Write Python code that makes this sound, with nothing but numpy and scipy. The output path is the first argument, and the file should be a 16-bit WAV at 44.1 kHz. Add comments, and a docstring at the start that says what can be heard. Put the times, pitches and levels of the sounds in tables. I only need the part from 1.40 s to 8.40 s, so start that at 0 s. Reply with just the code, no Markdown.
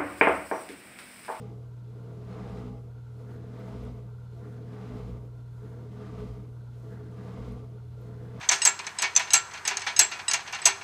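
"""Dishwasher in a garage.

The pump motor hums steadily while the spray arm turns inside. About every 1.2 s a jet
sweeps across the steel door: its drops splash and drum, and the whole sheet booms.
Between sweeps, other jets patter on the far wall and swish along the side of the tub."""
import sys
import numpy as np
from scipy.fft import rfft, irfft
from scipy.io import wavfile
from scipy.ndimage import uniform_filter1d, map_coordinates

SR = 44100
rng = np.random.default_rng(int(sys.argv[2]) if len(sys.argv) > 2 else 0)


def unload_audio(sound):
    """Save the sound as a 16-bit wav file, at the path given as the first command line argument."""
    columns = np.transpose(np.atleast_2d(sound))
    # keep every value between -1 and 1, then stretch to whole-number steps
    steps = np.round(np.clip(columns, -1, 1) * 32767)
    wavfile.write(sys.argv[1], SR, steps.astype(np.int16))


N = 308700  # 7 s


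def amp(db):
    """Decibels to gain."""
    return 10 ** (np.asarray(db) / 20)


def unit(x):
    """Scale to rms 1."""
    return x / np.sqrt(np.mean(x ** 2) + 1e-20)


def clock():
    """Sample times in seconds."""
    return np.arange(N) / SR


def wobble(rate_hz):
    """Smooth random curve with knots at rate_hz."""
    return map_coordinates(rng.standard_normal(int(N * rate_hz / SR) + 4), [clock() * rate_hz])


def filtered(x, response):
    """Apply a frequency response."""
    return irfft(rfft(x) * response(np.fft.rfftfreq(N, 1 / SR)), N)


def coloured(x, spectrum):
    """Shape x by (freq_hz, gain_db) points, at rms 1."""
    hz, db = np.transpose(spectrum)
    return unit(filtered(x, lambda f: amp(np.interp(np.log(f + 1), np.log(hz), db))))


def resonate(x, modes, order=4):
    """Pass x through a panel's modes, at rms 1; it radiates little below or above them."""
    low_hz, high_hz = modes[0][0] * 0.46, modes[-1][0] * 1.62

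    def response(f):
        ring = sum((-1) ** k * amp(db) * 1j * f * width / (hz * hz - f * f + 1j * f * width)
                   for k, (hz, width, db) in enumerate(modes))
        rolloff = (1 + (low_hz / (f + 1)) ** (2 * order)) * (1 + (f / high_hz) ** (2 * order))
        return ring / np.sqrt(rolloff)
    return unit(filtered(x, response))


def tones(rows):
    """Sum of sines that waver in level and phase."""
    t, total = clock(), np.zeros(N)
    for hz, db, waver_db in rows:
        gain = amp(db + waver_db * wobble(8))
        phase = 2 * np.pi * (hz * t + rng.random()) + 0.12 * waver_db * wobble(4.6)
        total += gain * np.sin(phase)
    return np.sqrt(2) * total


def drops(per_s, scatter_db):
    """Impacts of random size at random times, at rms 1."""
    hit = rng.random(N) < per_s / SR
    return unit(hit * np.sign(rng.standard_normal(N)) * amp(scatter_db * rng.standard_normal(N)))


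def even(x, span_s):
    """Level x: a steady jet delivers the same energy in every span."""
    return x / np.sqrt(np.abs(uniform_filter1d(x ** 2, max(int(span_s * SR), 2))) + 1e-9)


def swell(centre_s, hold_s, attack_s, release_s):
    """Gain of a jet passing over a surface; attack and release each span 10 dB."""
    t = clock() - centre_s
    away = np.maximum(-t - hold_s / 2, 0) / attack_s + np.maximum(t - hold_s / 2, 0) / release_s
    return amp(-10 * away ** 1.5)


# spray arm sweeps: facing_door_s, front_gain_db, side_gain_db
ARM_SWEEPS = [(-0.135, -0.8, 0), (1.1, 0.9, -1.4), (2.35, -0.3, -0.1), (3.545, 0, 0.1), (4.78, -0.7, 0.1),
              (6.005, 0, 0.8), (7.19, 1, -0.3)]
FACING_DOOR_S, FRONT_DB, SIDE_DB = np.transpose(ARM_SWEEPS)


def stroke(shape, gains_db):
    """Gain of one swell repeated on every sweep; overlaps add in power."""
    level_db, lag_s, *envelope_s = shape
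    return np.sqrt(sum((amp(level_db + gain_db) * swell(facing_s + lag_s, *envelope_s)) ** 2
                       for facing_s, gain_db in zip(FACING_DOOR_S, gains_db)))


def drive_db(front, side, front_slope=1, floor_db=-120):
    """Level of a part that the jet reaches first from the side, then from the front."""
    power = stroke(front, front_slope * FRONT_DB) ** 2 + stroke(side, SIDE_DB) ** 2
    return 10 * np.log10(power + amp(floor_db) ** 2)


# garage background spectrum: freq_hz, gain_db
GARAGE_SPECTRUM = [(15, -0.5), (30, 3.5), (70, 8.5), (150, 10), (280, 1), (600, -3.5), (1200, -16.5),
                   (2000, -29.5), (5000, -27), (10000, -29), (15000, -33.5)]


def garage():
    """Quiet, low background noise."""
    return amp(-59.5 + 0.45 * wobble(9)) * coloured(rng.standard_normal(N), GARAGE_SPECTRUM)


# pump and motor tones: pitch_hz, level_db, waver_db
PUMP_TONES = [(46.7, -68, 0.5), (59.7, -61, 2.5), (82.1, -58, 4), (120.2, -42, .25), (178.9, -67, 3.5),
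              (231.4, -79.5, 6)]


def pump():
    """Motor hum at twice the mains rate, with weaker mains and shaft tones."""
    return tones(PUMP_TONES)


# stray drops: start_s, level_db, pitch_hz
STRAY_DROPS = [(2.082, -63, 13800), (2.193, -59, 13500), (2.433, -64, 13500), (2.439, -60, 11000),
               (2.451, -58, 8900), (6.122, -56, 10100), (6.615, -58, 13200)]


def drips(t60_s=0.02, relative_width=0.19, trim_db=-9):
    """Stray drops land with tiny bright ticks."""
    t, ticks = clock(), np.zeros(N)
    for start_s, db, hz in STRAY_DROPS:
        band = filtered(rng.standard_normal(N), lambda f: np.exp(-((f / hz - 1) / relative_width) ** 2))
        decay_db = 60 * np.clip(t - start_s, 0, 1) / t60_s
        ticks += (t >= start_s) * amp(db + trim_db - decay_db) * unit(band)
    return ticks


# far wall and nozzle resonances: freq_hz, width_hz, gain_db
WALL_MODES = [(930, 76, 2), (1075, 49, -5.5), (1377, 63, 3.5), (1454, 52, 0), (1470, 64, -4.5),
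              (1564, 42, -3)]
NOZZLE_MODES = [(2530, 150, -11), (2900, 140, -9), (3480, 140, -1), (3960, 130, -5), (4280, 78, 1.5),
                (5370, 170, -12), (6400, 360, -11)]
# stroke: level_db, lag_s, hold_s, attack_s, release_s
WALL_STROKE = (-71.8, -0.59, 0.46, 0.09, 0.15)


def far_jet():
    """A jet patters on the ringing far wall while its nozzle hisses."""
    patter = amp(4 + 1.3 * wobble(35)) * resonate(drops(1200, 3.5), WALL_MODES)
    hiss = amp(-9 + 1.2 * wobble(7.5)) * resonate(drops(6000, 2.2), NOZZLE_MODES)
    return stroke(WALL_STROKE, SIDE_DB) * (patter + hiss)


# glancing passes along the side: centre_s, level_db, hold_s
SIDE_PASSES = [(1.93, -66.5, 0.07), (3.09, -67, 0.08), (4.3, -71, 0.14), (5.55, -63, 0.07),
               (6.775, -69, 0.17)]


def glancing(lead_s=0):
    """Gain of the jet glancing along the side."""
    return sum(amp(db) * swell(centre_s - lead_s, hold_s, attack_s=0.04, release_s=0.11)
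               for centre_s, db, hold_s in SIDE_PASSES)


# swish spectrum: freq_hz, gain_db
SWISH_SPECTRUM = [(500, -24), (1000, -10), (1400, 9), (1700, 8.5), (2100, 1), (2500, -23), (4000, -38),
                  (9000, -27), (15000, -37)]
# stroke: level_db, lag_s, hold_s, attack_s, release_s
DOOR_EDGE_STROKE = (-66, -0.14, 0.06, 0.12, 0.15)


def swish():
    """A jet grazes the side and the door's edge with a bright swish."""
    gain = amp(1.5 * wobble(40)) * np.hypot(glancing(), stroke(DOOR_EDGE_STROKE, FRONT_DB))
    return gain * coloured(drops(7000, 4.5), SWISH_SPECTRUM)


def mist():
    """Fine fizz rises where water lands, and runs just ahead of the glancing jet."""
    landing = amp(-57 + 0.46 * drive_db(TUB_FRONT, TUB_SIDE))
    ahead = amp(-45.5) * np.sqrt(glancing(lead_s=0.095))
    gain = np.hypot(landing, ahead) * amp(1.6 * wobble(16))
    return gain * coloured(drops(12000, 3.2), [(3000, -11), (6000, 1.5), (15000, -5.5)])


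# brief tones: centre_s, pitch_hz, half_length_s, level_db
BRIEF_TONES = [(0.028, 430, 0.12, -50), (0.04, 812, 0.09, -61), (.93, 4280, 0.0072, -68),
               (1.12, 792, 0.11, -60), (1.26, 243, 0.082, -44.5), (1.337, 813, 0.071, -61.5),
               (4.832, 425, 0.022, -42.5)]


def brief_tones():
    """Brief faint tones swell and fade at scattered moments."""
    t, total = clock(), np.zeros(N)
    for centre_s, hz, half_s, db in BRIEF_TONES:
        envelope = amp(db) * np.exp(-((t - centre_s) / half_s) ** 2)
        total += envelope * np.sin(2 * np.pi * (hz * t + rng.random()))
    return np.sqrt(2) * total


# door flexing as the jet crosses its middle: centre_s, drive_db, half_length_s
DOOR_FLEXES = [(1.198, -43, 0.16), (2.435, -41.5, .1), (3.643, -37.3, 0.13), (4.876, -37.2, 0.11),
               (6.075, -38.5, 0.1)]
# lowest door modes: pitch_hz, gain_db, waver_db
DOOR_MODES = [(48.9, -16, 2), (58.95, -6, 2), (70, -19.5, 9), (109.2, -11, 1.5), (131.2, -19.5, 1.5)]
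# stroke from the jet on the side: level_db, lag_s, hold_s, attack_s, release_s
SWAY_STROKE = (-58, -0.47, 0.3, 0.15, 0.2)


def door_boom():
    """The jet swings the whole door sheet in its lowest modes, which beat against the hum."""
    flex = sum(amp(db) / (1 + ((clock() - centre_s) / half_s) ** 4)
               for centre_s, db, half_s in DOOR_FLEXES)
    sway = stroke(SWAY_STROKE, SIDE_DB)
    thud = coloured(drops(400, 1.3), [(15, -6), (30, -4), (55, 7.5), (100, -15), (200, -50)])
    return (flex + sway) * (tones(DOOR_MODES) + amp(-16.5) * thud)


# side panel, door skin, tub floor and splashed door resonances: freq_hz, width_hz, gain_db
PANEL_MODES = [(159, 18, -4), (180.3, 5.9, -0.5), (193.7, 15, -1), (207.4, 13.5, -3.5), (235.4, 6.7, -6),
               (261.3, 12.6, -11), (300.5, 7.2, -5), (324.5, 17, -10), (354.4, 9, -9.5), (362, 4.7, -37)]
SKIN_MODES = [(180.2, 5.6, -2), (195.6, 8.6, 1), (204.5, 8.4, -6), (239.6, 3.9, 1), (301.6, 6.5, -10)]
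TUB_MODES = [(420.2, 11, 0.5), (443.6, 21.8, -6.5), (472.4, 8.3, -6), (494.4, 13, -6.5), (531, 83, -18.5),
             (657.3, 12, -14.5), (683.5, 17, -15)]
SPLASH_MODES = [(603, 9.4, 4), (638, 15, -2), (658.8, 7, 8.5), (717.4, 10, -0.5), (738, 11, 1.5),
                (767, 7.1, 1.5), (811, 13.6, 0), (874, 12, 1.5), (902, 13.7, 1), (932.6, 23, -0.5),
                (1032, 14.3, 1), (1090, 31, -3.5), (1144, 32, -1.5), (1176, 14, 3), (1210, 10.7, 2),
                (1260, 28, -5.5), (1305, 18, -3), (1356, 22, -4.5), (1484, 117, -10), (1655, 15, -9),
                (2020, 250, -14)]
# spray spectrum: freq_hz, gain_db
SPRAY_SPECTRUM = [(400, -30), (900, 5.5), (1300, -1), (1700, 1.5), (2150, 1.5), (2550, 1.5), (3000, 1.5),
                  (4100, 0), (4500, -3.5), (4950, -1.5), (5400, -5.5), (7000, -8.5), (10000, -16),
                  (15000, -27)]
# strokes: level_db, lag_s, hold_s, attack_s, release_s
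PANELS_FRONT, PANELS_SIDE = (-44.8, 0, 0.22, 0.21, 0.19), (-50.5, -0.44, 0.12, 0.11, 0.2)
TUB_FRONT, TUB_SIDE = (-48.4, -0.01, 0.14, 0.28, 0.31), (-52.3, -0.45, 0.13, 0.13, 0.16)
SPLASH_FRONT, SPLASH_SIDE = (-50.6, -0.07, 0.12, 0.15, 0.31), (-59.3, -0.455, 0.08, 0.15, 0.19)
SPRAY_FRONT, SPRAY_SIDE = (-66.4, -0.025, 0.18, 0.2, 0.2), (-74.8, -0.47, 0.14, 0.27, 0.25)


def near_jet():
    """The jet breaks into drops that drum on the steel and burst into spray."""
    panel_db = drive_db(PANELS_FRONT, PANELS_SIDE, floor_db=-62)
    tub_db = drive_db(TUB_FRONT, TUB_SIDE)
    splash_db = drive_db(SPLASH_FRONT, SPLASH_SIDE, front_slope=1.5)
    spray_db = drive_db(SPRAY_FRONT, SPRAY_SIDE, floor_db=-78.2)
    flutter = wobble(45)  # the stream arrives in lumps
    aim = np.clip((splash_db + 63) / 7, 0, 1)  # 0 off the door, 1 squarely on it
    side = resonate(drops(900, 3.36), PANEL_MODES)
    skin = resonate(drops(900, 3.4), SKIN_MODES)
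    crossfade_rad = 1.11 * aim
    panels = even(np.cos(crossfade_rad) * side + np.sin(crossfade_rad) * skin, span_s=0.18)
    tub = even(resonate(drops(900, 3.1), TUB_MODES), span_s=0.15)
    splash = even(resonate(drops(1800, 3.5), SPLASH_MODES), span_s=0.23)
    spray = coloured(drops(16000, 3.1), SPRAY_SPECTRUM)
    return (amp(panel_db + 0.95 * flutter) * panels
            + amp(tub_db + 1.1 * flutter) * tub
            + amp(splash_db - 4.5 + 0.94 * aim + 0.93 * flutter) * splash
            + amp(spray_db + 0.53 + 1.8 * aim + 0.88 * flutter) * spray)


def scene():
    """The machine over the garage background, in mono."""
    background = garage()
    water = near_jet() + far_jet() + swish() + mist() + drips()
    return (background + water + pump() + door_boom() + brief_tones())[None]


def record(dry):
    """Brick-wall low-pass."""
    return filtered(dry, lambda hz: hz < 15350)


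dry = scene()
out = record(dry)
unload_audio(out)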